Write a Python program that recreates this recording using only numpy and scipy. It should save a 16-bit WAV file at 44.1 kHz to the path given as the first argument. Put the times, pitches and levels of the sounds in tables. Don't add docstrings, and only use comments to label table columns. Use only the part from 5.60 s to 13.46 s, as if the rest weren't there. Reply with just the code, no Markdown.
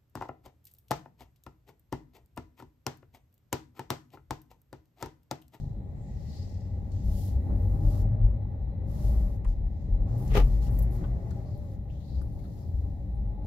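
import sys
import numpy as np
from scipy import signal
from scipy.fft import rfft, irfft, next_fast_len
from scipy.io import wavfile
from scipy.ndimage import uniform_filter1d

SR = 44100
rng = np.random.default_rng(int(sys.argv[2]) if len(sys.argv) > 2 else 0)


def pcm_store(signal):
    levels = np.round(np.clip(np.atleast_2d(signal), -1, 1) * 32767)
    wavfile.write(sys.argv[1], SR, levels.astype(np.int16).T)


def volts_from_decibels(level):
    exponent = np.asarray(level, float) / 20
    return 10 ** exponent


N = 346626
TIME_S = np.arange(N) / SR
COARSE_S = np.arange(0, N + 40, 40) / SR
LEFT_RIGHT = np.array([[1], [-1]])


def rms_one(x):
    return x / np.sqrt(np.mean(x ** 2) + 1e-20)


def in_time(rows):
    times, *columns = np.transpose(rows)
    return [np.interp(TIME_S, times, column) for column in columns]


def at_hz(points, hz):
    table_hz, values = np.transpose(points)
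    return np.interp(np.log(hz), np.log(table_hz), values)


def drift(rate, at=None):
    r = np.exp(-80 * np.pi * rate / SR)
    noise = rng.standard_normal(N // 40 + 2002)
    slow = signal.lfilter([1], [1, -2 * r, r * r], noise)[2000:]
    samples = np.arange(N) if at is None else at
    return np.interp(samples / 40, np.arange(len(slow)), rms_one(slow))


def swells(rows):
    power = 0
    for s, rise, fall, db in rows:
        away = np.where(COARSE_S < s, (s - COARSE_S) / rise, (COARSE_S - s) / fall)
        power = power + volts_from_decibels(2 * db - 40 * away)
    return np.interp(TIME_S, COARSE_S, 10 * np.log10(power + 1e-14))


def strokes(rows, rest_db):
    edge = 3 * .05
    each = []
    for s, length, a, b in rows:
        corners = [s - edge, s, s + length, s + length + edge]
        each.append(np.interp(COARSE_S, corners, [a - 60, a, b, b - 60]))
    return np.interp(TIME_S, COARSE_S, np.maximum(np.max(each, axis=0), rest_db))


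def fade(rows, s):
    first, last = rows[0], rows[-1]
    return [(first[0] - s, first[1], -100)] + list(rows) + [(last[0] + s, last[1], -100)]


def glides(rows, edge):
    points = []
    for s, length, from_hz, to_hz, db in rows:
        points += fade([(s, from_hz, db), (s + length, to_hz, db)], edge)
    return in_time(points)


def resonate(x, hz, width_hz):
    r = np.exp(-np.pi * width_hz / SR)
    top = np.array([1, 0, -1]) * (1 - r * r) / 2
    return signal.lfilter(top, [1, -2 * r * np.cos(2 * np.pi * hz / SR), r * r], x)


def tone(hz, wobble, rate):
    turns = np.cumsum(hz * (1 + wobble * drift(rate))) / SR
    return np.sqrt(2) * np.sin(2 * np.pi * turns)


def grit(grain_db, per_s, count=N):
    strength = volts_from_decibels(grain_db * np.minimum(rng.exponential(1, (2, count)), 4))
    sizes = strength * rng.standard_normal((2, count))
    return sizes * (rng.random((2, count)) < per_s / SR) + 1e-9


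# f/Hz, likeness (1 same, -1 opposite)
CABIN_LIKENESS = [(60, 0.88), (130, 0.96), (290, 0.71), (640, 0.65), (1410, -0.32), (3100, 0.24),
                  (6820, -0.27), (15000, 0.2)]
# f/Hz, level/dB
LEFT_LEAN = [(60, 2.4), (700, 2), (1300, 1), (2400, 3.5), (4400, 4.5), (8000, 3), (12000, -2), (15000, 2)]


def spread(mid, side, hz, likeness=CABIN_LIKENESS):
    alike = np.clip(at_hz(likeness, hz), -1, 1)
    lean = volts_from_decibels(at_hz(LEFT_LEAN, hz) / 2 * LEFT_RIGHT)
    return lean * (np.sqrt(1 + alike) * mid + np.sqrt(1 - alike) * side * LEFT_RIGHT)


def coloured(source, spectrum, patchy_db, flicker, likeness=CABIN_LIKENESS):
    count = source.shape[1]
    size = next_fast_len(count)
    low_hz, high_hz = spectrum[0][0], spectrum[-2][0]
    short = min(size, 2 * next_fast_len(int(2 * high_hz * size / SR)))
    hz = np.arange(1, short // 2 + 2) * SR / size
    at = np.arange(short) * size / short
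    mid, side = rfft(source, size)[:, :len(hz)]
    shaped = volts_from_decibels(at_hz(spectrum, hz)) * spread(mid, side, hz, likeness) * (hz > low_hz)
    shaped = shaped.astype(np.complex64)
    out, together, place = 0, drift(flicker, at), 2 * np.log2(hz)
    for centre in np.arange(2 * np.log2(low_hz), 2 * np.log2(high_hz) + 1):
        share = np.clip(1 - abs(place - centre), 0, 1).astype(np.float32)
        band = irfft(shaped * share, short)
        out = out + volts_from_decibels(patchy_db * (together + drift(flicker, at))) * band
    return rms_one(irfft(rfft(out), size)[:, :count])


# t/s, level/dB
TYRE_LOAD = [(0.0, -57), (0.92, -57), (2.21, -48), (2.53, -49), (2.83, -53), (3.06, -54), (3.5, -49),
             (3.9, -55), (4.18, -56), (4.65, -48), (4.91, -50), (5.5, -51), (5.92, -53.5), (6.35, -58),
             (6.8, -55), (7.51, -57), (7.7, -54)]


def load_db():
    crunch_db, = in_time(TYRE_LOAD)
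    return crunch_db - crunch_db.mean()


# t/s, half length/s, extra level/dB
ROUGH_PATCHES = [
    (1.913, 0.051, 6),
    (3.508, 0.058, 1),
    (4.52, 0.052, 3),
    (5.421, 0.025, 4),
    (6.6, .1, 2),
    (5.18, .1, 3),
    (7.841, .03, 3),
]


def rut_db():
    return sum(db * np.exp(-((TIME_S - s) / half) ** 2) for s, half, db in ROUGH_PATCHES)


# t/s, peak level/dB, f/Hz, time to fall 20 dB/s
SHELL_JOLTS = [(.03, -41, 45, .2), (.53, -37, 53, .3), (1.1, -38, 60, .3), (1.35, -32, 56, .2),
               (1.47, -22, 56, .2), (1.77, -17, 60, .06), (1.95, -27, 55, .3), (2.12, -23, 52.5, .12),
               (2.28, -16, 42.3, .06), (2.43, -20, 47, .14), (2.65, -16, 50, .15), (3.02, -30, 57, .2),
               (3.33, -33, 55, .1), (3.48, -16, 56, .2), (3.59, -20, 56, .18), (3.88, -19, 50, .08),
               (4.01, -23, 50.5, .2), (4.33, -20, 52.5, .07), (4.42, -22, 49, .05), (4.72, -22, 43.5, .3),
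               (4.78, -15, 43.6, .4), (4.85, -19, 44.5, .1), (4.97, -19, 51.5, .14),
               (5.19, -16.5, 49.5, .22), (5.5, -23, 51, .1), (6.2, -34, 56, .3), (6.55, -29, 64, .3),
               (7.16, -27, 62, .2), (7.5, -28, 56, .3), (7.68, -27, 50.5, .3)]


def body_boom():
    hz, = in_time([(s, hz) for s, db, hz, fall in SHELL_JOLTS])
    jolts_db = swells([(s, .055, fall, db) for s, db, hz, fall in SHELL_JOLTS])
    between_db = -41 + 1.2 * load_db()
    level = volts_from_decibels(jolts_db) + volts_from_decibels(between_db)
    bounce = rms_one(resonate(resonate(rng.standard_normal(N), 36, 7.1), 36, 7.1))
    drumming = tone(hz, 0.0874, 15.2) + volts_from_decibels(-6.5) * bounce
    return spread(level * volts_from_decibels(-5.5) * drumming, 0, hz=50)


# f/Hz, level/dB per Hz
RUMBLE_COLOUR = [(12, -41), (20, -12), (38, -12), (58, 1.5), (107, -2), (161, -11), (193, -14.5),
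                 (262, -28.5), (300, -27.5), (390, -35.5), (660, -120)]
# f/Hz, level/dB per Hz
CRUNCH_COLOUR = [(110, -30.5), (180, -2), (297, -9.5), (339, -17), (371, -12), (490, -18), (564, -15),
                 (704, -22.5), (815, -20.5), (950, -31), (1240, -62.5), (2090, -120)]
# f/Hz, width/Hz, level/dB
CABIN_MODES = [(194.5, 11, -6.5), (303.3, 5.3, -7.5), (560, 40, -9), (812, 34, -1)]


def tyres():
    rumble_db = -34.5 + .6 * load_db()
    rumble = coloured(rng.standard_normal((2, N)), RUMBLE_COLOUR, patchy_db=0.78, flicker=9)
    crunch_db, = in_time(TYRE_LOAD)
    crunch = coloured(grit(1.5, 8000), CRUNCH_COLOUR, patchy_db=-0.3, flicker=28)
    crunch = crunch + sum(volts_from_decibels(db + 3.5) * resonate(crunch, hz, width) for hz, width, db in CABIN_MODES)
    return volts_from_decibels(rut_db()) * (volts_from_decibels(rumble_db) * rumble + volts_from_decibels(crunch_db + 7.5) * rms_one(crunch))


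# f/Hz, level/dB per Hz
HISS_COLOUR = [(590, -26), (1000, 3), (1530, -24), (1870, -11.5), (3040, -11), (4010, -6), (4450, -19),
               (6750, -19), (8410, -27), (12000, -17), (15200, -14.5), (15900, -26)]
# f/Hz, width/Hz, level/dB
DUCT_NOTES = [(1855, 230, -88), (4000, 260, -86.5), (1140, 45, -88), (715, 70, -70)]


def vents():
    out = volts_from_decibels(-78.5) * coloured(rng.standard_normal((2, N)), HISS_COLOUR, patchy_db=.3, flicker=5)
    air = rng.standard_normal((2, N))
    for hz, width, db in DUCT_NOTES:
        breath = rms_one(resonate(resonate(air, hz, width), hz, width))
        out = out + volts_from_decibels(db + 2.5 * drift(3)) * breath
    return out


# t/s, f/Hz, level/dB
ENGINE_NOTE = [(.68, 92, -42), (1.74, 95.5, -36), (1.96, 86, -32), (2.07, 89, -34), (2.2, 104, -39),
               (2.3, 110, -40), (2.47, 117.3, -34), (2.65, 111, -34), (2.8, 97, -39), (3.14, 86, -47),
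               (3.38, 110, -41), (3.5, 117.3, -39), (3.63, 112, -45), (4.08, 75, -41), (4.37, 88, -37.5),
               (4.52, 112, -35), (4.69, 131, -36), (5.01, 118, -40), (5.4, 126, -40), (5.55, 125, -43),
               (5.7, 120, -43), (5.9, 110.5, -42), (6.04, 107.5, -42), (6.2, 91, -43)]
# start t/s, length/s, level/dB
PUMP_WHINES = [
    (2.02, .76, -58.5),
    (3.2, .54, -59),
    (5.1, .4, -66),
    (5.5, .64, -60.5),
]
# start t/s, length/s, from f/Hz, to f/Hz, level/dB
SHAFT_HUMS = [(0, .08, 147, 147, -43), (1.45, .25, 190, 194, -45), (1.88, .1, 195, 195, -43),
              (2.18, .1, 150, 148, -39), (2.22, .06, 310, 310, -49), (2.03, .72, 97, 104, -32),
              (7.05, .2, 82, 84, -35), (5.28, .15, 367, 367, -55), (5.55, .25, 367, 374, -59),
              (6.5, .45, 292, 296, -60), (7.2, .6, 282, 303, -58), (7.55, .27, 812, 835, -62)]
# start t/s, length/s, from f/Hz, to f/Hz, level/dB
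GEAR_SONG = (5.66, .24, 855, 770, -64.5)


def drivetrain():
    revs, level_db = in_time(fade(ENGINE_NOTE, 0.6))
    out = spread(volts_from_decibels(level_db - 2 + 3 * drift(9)) * tone(revs, .02, 8), 0, hz=110)
    whines = [glides([(s, length, 0, 0, db)], .15)[1] for s, length, db in PUMP_WHINES]
    whine_db = np.max(whines, axis=0)
    pump = tone(5.45 * uniform_filter1d(revs, size=3000), .005, 15)
    out += spread(volts_from_decibels(whine_db + 1.3 * drift(10)) * pump, 0, hz=600)
    for row in SHAFT_HUMS + [GEAR_SONG]:
        start_hz = row[2]
        hz, level_db = glides([row], .15)
        hum = tone(hz, .003 + 2.5 / start_hz, 15)
        out += spread(volts_from_decibels(level_db + drift(10)) * hum, 0, hz=start_hz)
    return out


# start t/s, length/s, start level/dB, end level/dB, added brightness level/dB
SLEEVE_STROKES = [(0, .2, -70, -88, -8), (.25, .5, -86, -64, -9), (.75, .52, -63.5, -80, -11),
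                  (1.2, .13, -80, -76, -6), (1.33, .13, -66.5, -68, -11), (1.45, .13, -68, -59, 0),
                  (1.58, .1, -59, -60, 1.5), (1.68, .11, -60, -78, -1), (1.8, .37, -80, -73, 3),
                  (2.17, .15, -75, -63, 1), (2.32, .1, -63, -65, -1), (3.29, .18, -71, -61.5, 1),
                  (3.47, .29, -61.5, -75, 1), (3.885, .1, -67, -85, -7), (4.05, .17, -87, -75.5, -9),
                  (4.22, .2, -75.5, -87, -11), (4.49, .2, -71, -65, -7), (4.58, .3, -72, -70, 8),
                  (4.69, .3, -63, -67, -1), (5.03, .05, -60, -62, -3), (5.13, .11, -69, -69, 6),
                  (5.24, .08, -73, -78, -2), (5.33, .04, -68, -68, 5), (5.38, .17, -68, -76.5, -3),
                  (5.55, .17, -76, -71, -5), (5.72, .25, -71, -76, -6), (5.95, .2, -76, -74, -2)]
# start t/s, length/s, start level/dB, end level/dB, added brightness level/dB
SMALL_STROKES = [
    (6.15, .15, -86, -86, 0),
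    (6.31, .29, -76, -72, -5),
    (6.63, .03, -78, -80, 4),
    (6.68, .34, -77, -73, 0),
    (7.02, .8, -75, -90, -1),
    (7.855, .02, -73, -73, 0),
]
# t/s, time to rise 20 dB/s, time to fall 20 dB/s, level/dB
SEAT_CREAKS = [
    (.5, .8, 1, -76),
    (.8, .8, 1.2, -73),
    (1.8, 1.2, 2.5, -74),
    (2.5, 1, 1.5, -78),
    (3.5, 1.2, 1.5, -74),
    (4.7, 1.5, 2, -75),
    (5.28, 1.5, 1.3, -70),
    (6.7, 3, 3, -83),
    (7.8, 3, 1, -80),
]
# f/Hz, level/dB per Hz
RUB_COLOUR = [(2000, -30), (2800, -4), (4500, 2.5), (6000, 1), (7500, 0), (8500, -15), (11000, -48)]
# f/Hz, level/dB per Hz
FINE_COLOUR = [(6000, -29), (7500, -13), (9000, -1), (12000, 6), (13500, 1), (15200, 1), (15900, -7),
               (17000, -10)]
# f/Hz, level/dB per Hz
SPRAY_COLOUR = [(800, -22), (950, 2), (1150, 2), (1400, -5), (1700, -12.5), (2800, -29.5), (4000, -64.5)]
# f/Hz, level/dB per Hz
SEAT_COLOUR = [(1200, -28.5), (1600, -3.5), (1950, 5.5), (2300, -2), (2700, -6.5), (3000, -34.5),
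               (4000, -60)]


def cloth():
    rows, rest_db = SLEEVE_STROKES + SMALL_STROKES, -94
    rub_db = strokes([row[:-1] for row in rows], rest_db)
    brighter = [(s, length, a + tilt_db, b + tilt_db) for s, length, a, b, tilt_db in rows]
    fine_db = strokes(brighter, rest_db - 9.0)
    revs = in_time(ENGINE_NOTE)[0]
    spray_db = -71 + 1.0 * load_db() + .16 * (revs - 103)
    fibres = grit(1, 20000)
    out = volts_from_decibels(rub_db) * coloured(fibres, RUB_COLOUR, patchy_db=.5, flicker=8)
    out += volts_from_decibels(fine_db) * coloured(fibres, FINE_COLOUR, patchy_db=.4, flicker=6)
    out += volts_from_decibels(spray_db + 1.3 * rut_db()) * coloured(fibres, SPRAY_COLOUR, patchy_db=1.8, flicker=14)
    seat = coloured(fibres, SEAT_COLOUR, patchy_db=0.14, flicker=12)
    seat = rms_one(seat + volts_from_decibels(1.5) * resonate(seat, 1930, 260))
    return out + volts_from_decibels(swells(SEAT_CREAKS)) * seat * volts_from_decibels(1.5)


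# t/s, centre f/Hz, level/dB
GLOVE_SLIDES = [(.33, 7500, -92), (.42, 7450, -77), (.52, 7000, -79), (.56, 5200, -80), (.66, 4800, -72),
                (.73, 4500, -61), (.83, 4750, -63), (.87, 4750, -72), (1.06, 4900, -78), (1.15, 4900, -100),
                (5.8, 4620, -100), (5.86, 4620, -75), (5.96, 4680, -76), (6.02, 4680, -100),
                (6.26, 2800, -100), (6.3, 2900, -74), (6.4, 3600, -75), (6.45, 4100, -69), (6.5, 4300, -70),
                (6.57, 4400, -66), (6.62, 4400, -80), (6.7, 4600, -86), (6.85, 4100, -76),
                (6.95, 4600, -82), (7.0, 5200, -76), (7.12, 4600, -84), (7.3, 4600, -100)]


def glove():
    hz, level_db = in_time(GLOVE_SLIDES)
    low_pass = signal.butter(2, 520, fs=SR, output="sos")
    slow = signal.sosfilt(low_pass, rng.standard_normal((2, 2, N)))
    turn = 2 * np.pi * np.cumsum(hz) / SR
    swish = rms_one(slow[0] * np.cos(turn) + slow[1] * np.sin(turn))
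    return volts_from_decibels(level_db + 1.5 * drift(30)) * swish * volts_from_decibels(3.0 * LEFT_RIGHT)


# t/s, peak level/dB, ring f/Hz,
# overtone f/Hz, left over right level/dB
TRIM_TICKS = [(1.317, -66, 4400, 6500, 8), (3.847, -43, 980, 1760, 1.5), (3.8485, -47, 1150, 2060, 1.5),
              (4.7525, -36, 800, 1200, -3), (4.772, -39, 1200, 3000, -3), (5.069, -56, 2900, 4100, -1),
              (5.439, -47, 1130, 3200, 5.5), (5.4395, -50, 1450, 2700, 5.5), (5.707, -55, 1800, 4300, 5),
              (5.7075, -53, 1400, 4300, 5), (6.2996, -62, 2746, 2900, 8), (6.614, -55, 1100, 1500, 12),
              (6.6145, -57, 1450, 4800, 6), (6.79, -63, 2200, 3200, 6), (6.84, -60, 1768, 4100, 8),
              (6.85, -61, 1300, 1900, 8)]
# t/s, peak level/dB, centre f/Hz,
# width/Hz
BRIGHT_SNAPS = [(3.846, -60, 8000, 6000), (1.3174, -63, 4500, 5000), (4.6764, -56, 5700, 3000),
                (4.7386, -50, 5400, 3000), (4.757, -50, 11700, 1200), (4.771, -46, 9000, 6000),
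                (4.772, -45, 11800, 1200), (4.8, -51, 11800, 1500), (5.1078, -58, 10300, 4500),
                (5.188, -44, 15100, 1500), (5.1885, -48, 10000, 9000), (5.2202, -49, 12200, 1800),
                (5.2236, -44, 12200, 1800), (5.228, -57, 11500, 3500), (5.3108, -60, 12200, 3500),
                (5.707, -59, 4300, 7000), (5.9753, -67, 12900, 4500), (6.556, -75, 11000, 6000),
                (6.6144, -67, 6000, 6000), (6.619, -61, 10800, 2500), (6.655, -73, 11000, 5000),
                (6.728, -71, 11000, 5000), (6.79, -70, 4500, 3000), (6.99, -70, 5200, 2500),
                (7.553, -72, 9200, 700)]
# t/s, peak level/dB
GLOVE_CATCHES = [
    (0.8744, -58),
    (0.8954, -56),
    (0.9168, -57),
    (0.9423, -54),
    (0.9717, -58),
    (1.0076, -55),
    (1.0494, -67),
]


def ticks():
    out, t = np.zeros((2, N + 4000)), np.arange(4000) / SR
    ring_t60_s, snap_t60_s = .07, .05
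    for s, peak_db, ring_hz, high_hz, pan_db in TRIM_TICKS:
        buzz = .2 * rng.standard_normal((2, len(t))) * volts_from_decibels(-60 * t / ring_t60_s)
        hit = buzz + (t == 0)
        for hz, width, db in (ring_hz, 140, 0), (high_hz, 500, -6):
            ringing = resonate(resonate(hit, hz, width), hz, 3 * width)
            level = volts_from_decibels(peak_db + db + pan_db / 2 * LEFT_RIGHT)
            out[:, round(s * SR):][:, :len(t)] += ringing / abs(ringing).max() * level
    catches = [(s, db - 8, 5100, 1700) for s, db in GLOVE_CATCHES]
    for s, snap_db, hz, width in BRIGHT_SNAPS + catches:
        noise = rng.standard_normal((2, len(t)))
        snap = rms_one(resonate(resonate(noise, hz, width), hz, 2 * width))
        lean = volts_from_decibels(at_hz(LEFT_LEAN, hz) / 2 * LEFT_RIGHT)
        out[:, round(s * SR):][:, :len(t)] += lean * snap * volts_from_decibels(snap_db - 60 * t / snap_t60_s)
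    return out[:, :N]


# t/s, time to rise 20 dB/s, time to fall 20 dB/s, level/dB
BUMP_LURCHES = [
    (4.718, .008, .07, -46),
    (4.754, .008, .05, -29),
    (4.775, .015, .05, -28),
    (4.802, .07, .024, -35),
]
# t/s, level/dB
HARD_BLOWS = [
    (4.7525, -11),
    (4.7615, -15),
    (4.7715, -4),
    (4.779, -15),
    (4.789, -12),
    (4.803, -15),
]
# f/Hz, width/Hz, level/dB
LOOSE_MODES = [(140, 50, -1), (190, 50, 2), (280, 60, -3), (404, 60, 6), (510, 70, -6), (700, 80, -7),
               (810, 70, -4), (1230, 220, -2)]
# f/Hz, level/dB per Hz
CRACK_COLOUR = [(700, -30.5), (1000, -6), (1300, 1), (2000, -1), (3000, -4), (4200, -14), (6000, -18),
                (7500, -24), (10000, -57)]
# f/Hz, likeness
RATTLE_LIKENESS = [(60, .95), (200, .8), (380, .65), (700, .1), (1300, 0)]


def bump():
    from_s, to_s = 4.5, 5.2
    out, span = np.zeros((2, N)), slice(round(from_s * SR), round(to_s * SR))
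    early = [(s, rise + .015, fall, db) for s, rise, fall, db in BUMP_LURCHES]
    early_db = swells(early)[span] + 30
    chatter = grit(1.5, 8000, count=len(early_db))
    blows = volts_from_decibels(swells(BUMP_LURCHES)[span]) * rms_one(chatter)
    for s, db in HARD_BLOWS:
        blows[:, round((s - from_s) * SR)] += volts_from_decibels(db) * np.array([1, .5])
    blows = signal.sosfilt(signal.butter(2, 1000, fs=SR, output="sos"), blows)
    modes = 0
    for hz, width, db in LOOSE_MODES:
        mid, side = resonate(blows, hz, width)
        modes = modes + volts_from_decibels(db + 17) * spread(mid, side, hz, RATTLE_LIKENESS)
    crack = coloured(chatter, CRACK_COLOUR, patchy_db=1, flicker=60, likeness=RATTLE_LIKENESS)
    sizzle = coloured(chatter, FINE_COLOUR, patchy_db=1, flicker=60)
    out[:, span] = modes + volts_from_decibels(-33.5 + early_db) * crack + volts_from_decibels(-52 + 1.5 * early_db) * sizzle
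    return out


def scene():
    return body_boom() + tyres() + vents() + drivetrain() + cloth() + glove() + ticks() + bump()


def top_cut(x):
    return signal.sosfilt(signal.butter(12, 16300, fs=SR, output="sos"), x)


def record(dry):
    low_pass = signal.ellip(12, .5, 60, 15800, fs=SR, output="sos")
    mix = signal.sosfilt(low_pass, dry)
    return top_cut(mix)


dry = scene()
out = record(dry)
pcm_store(out)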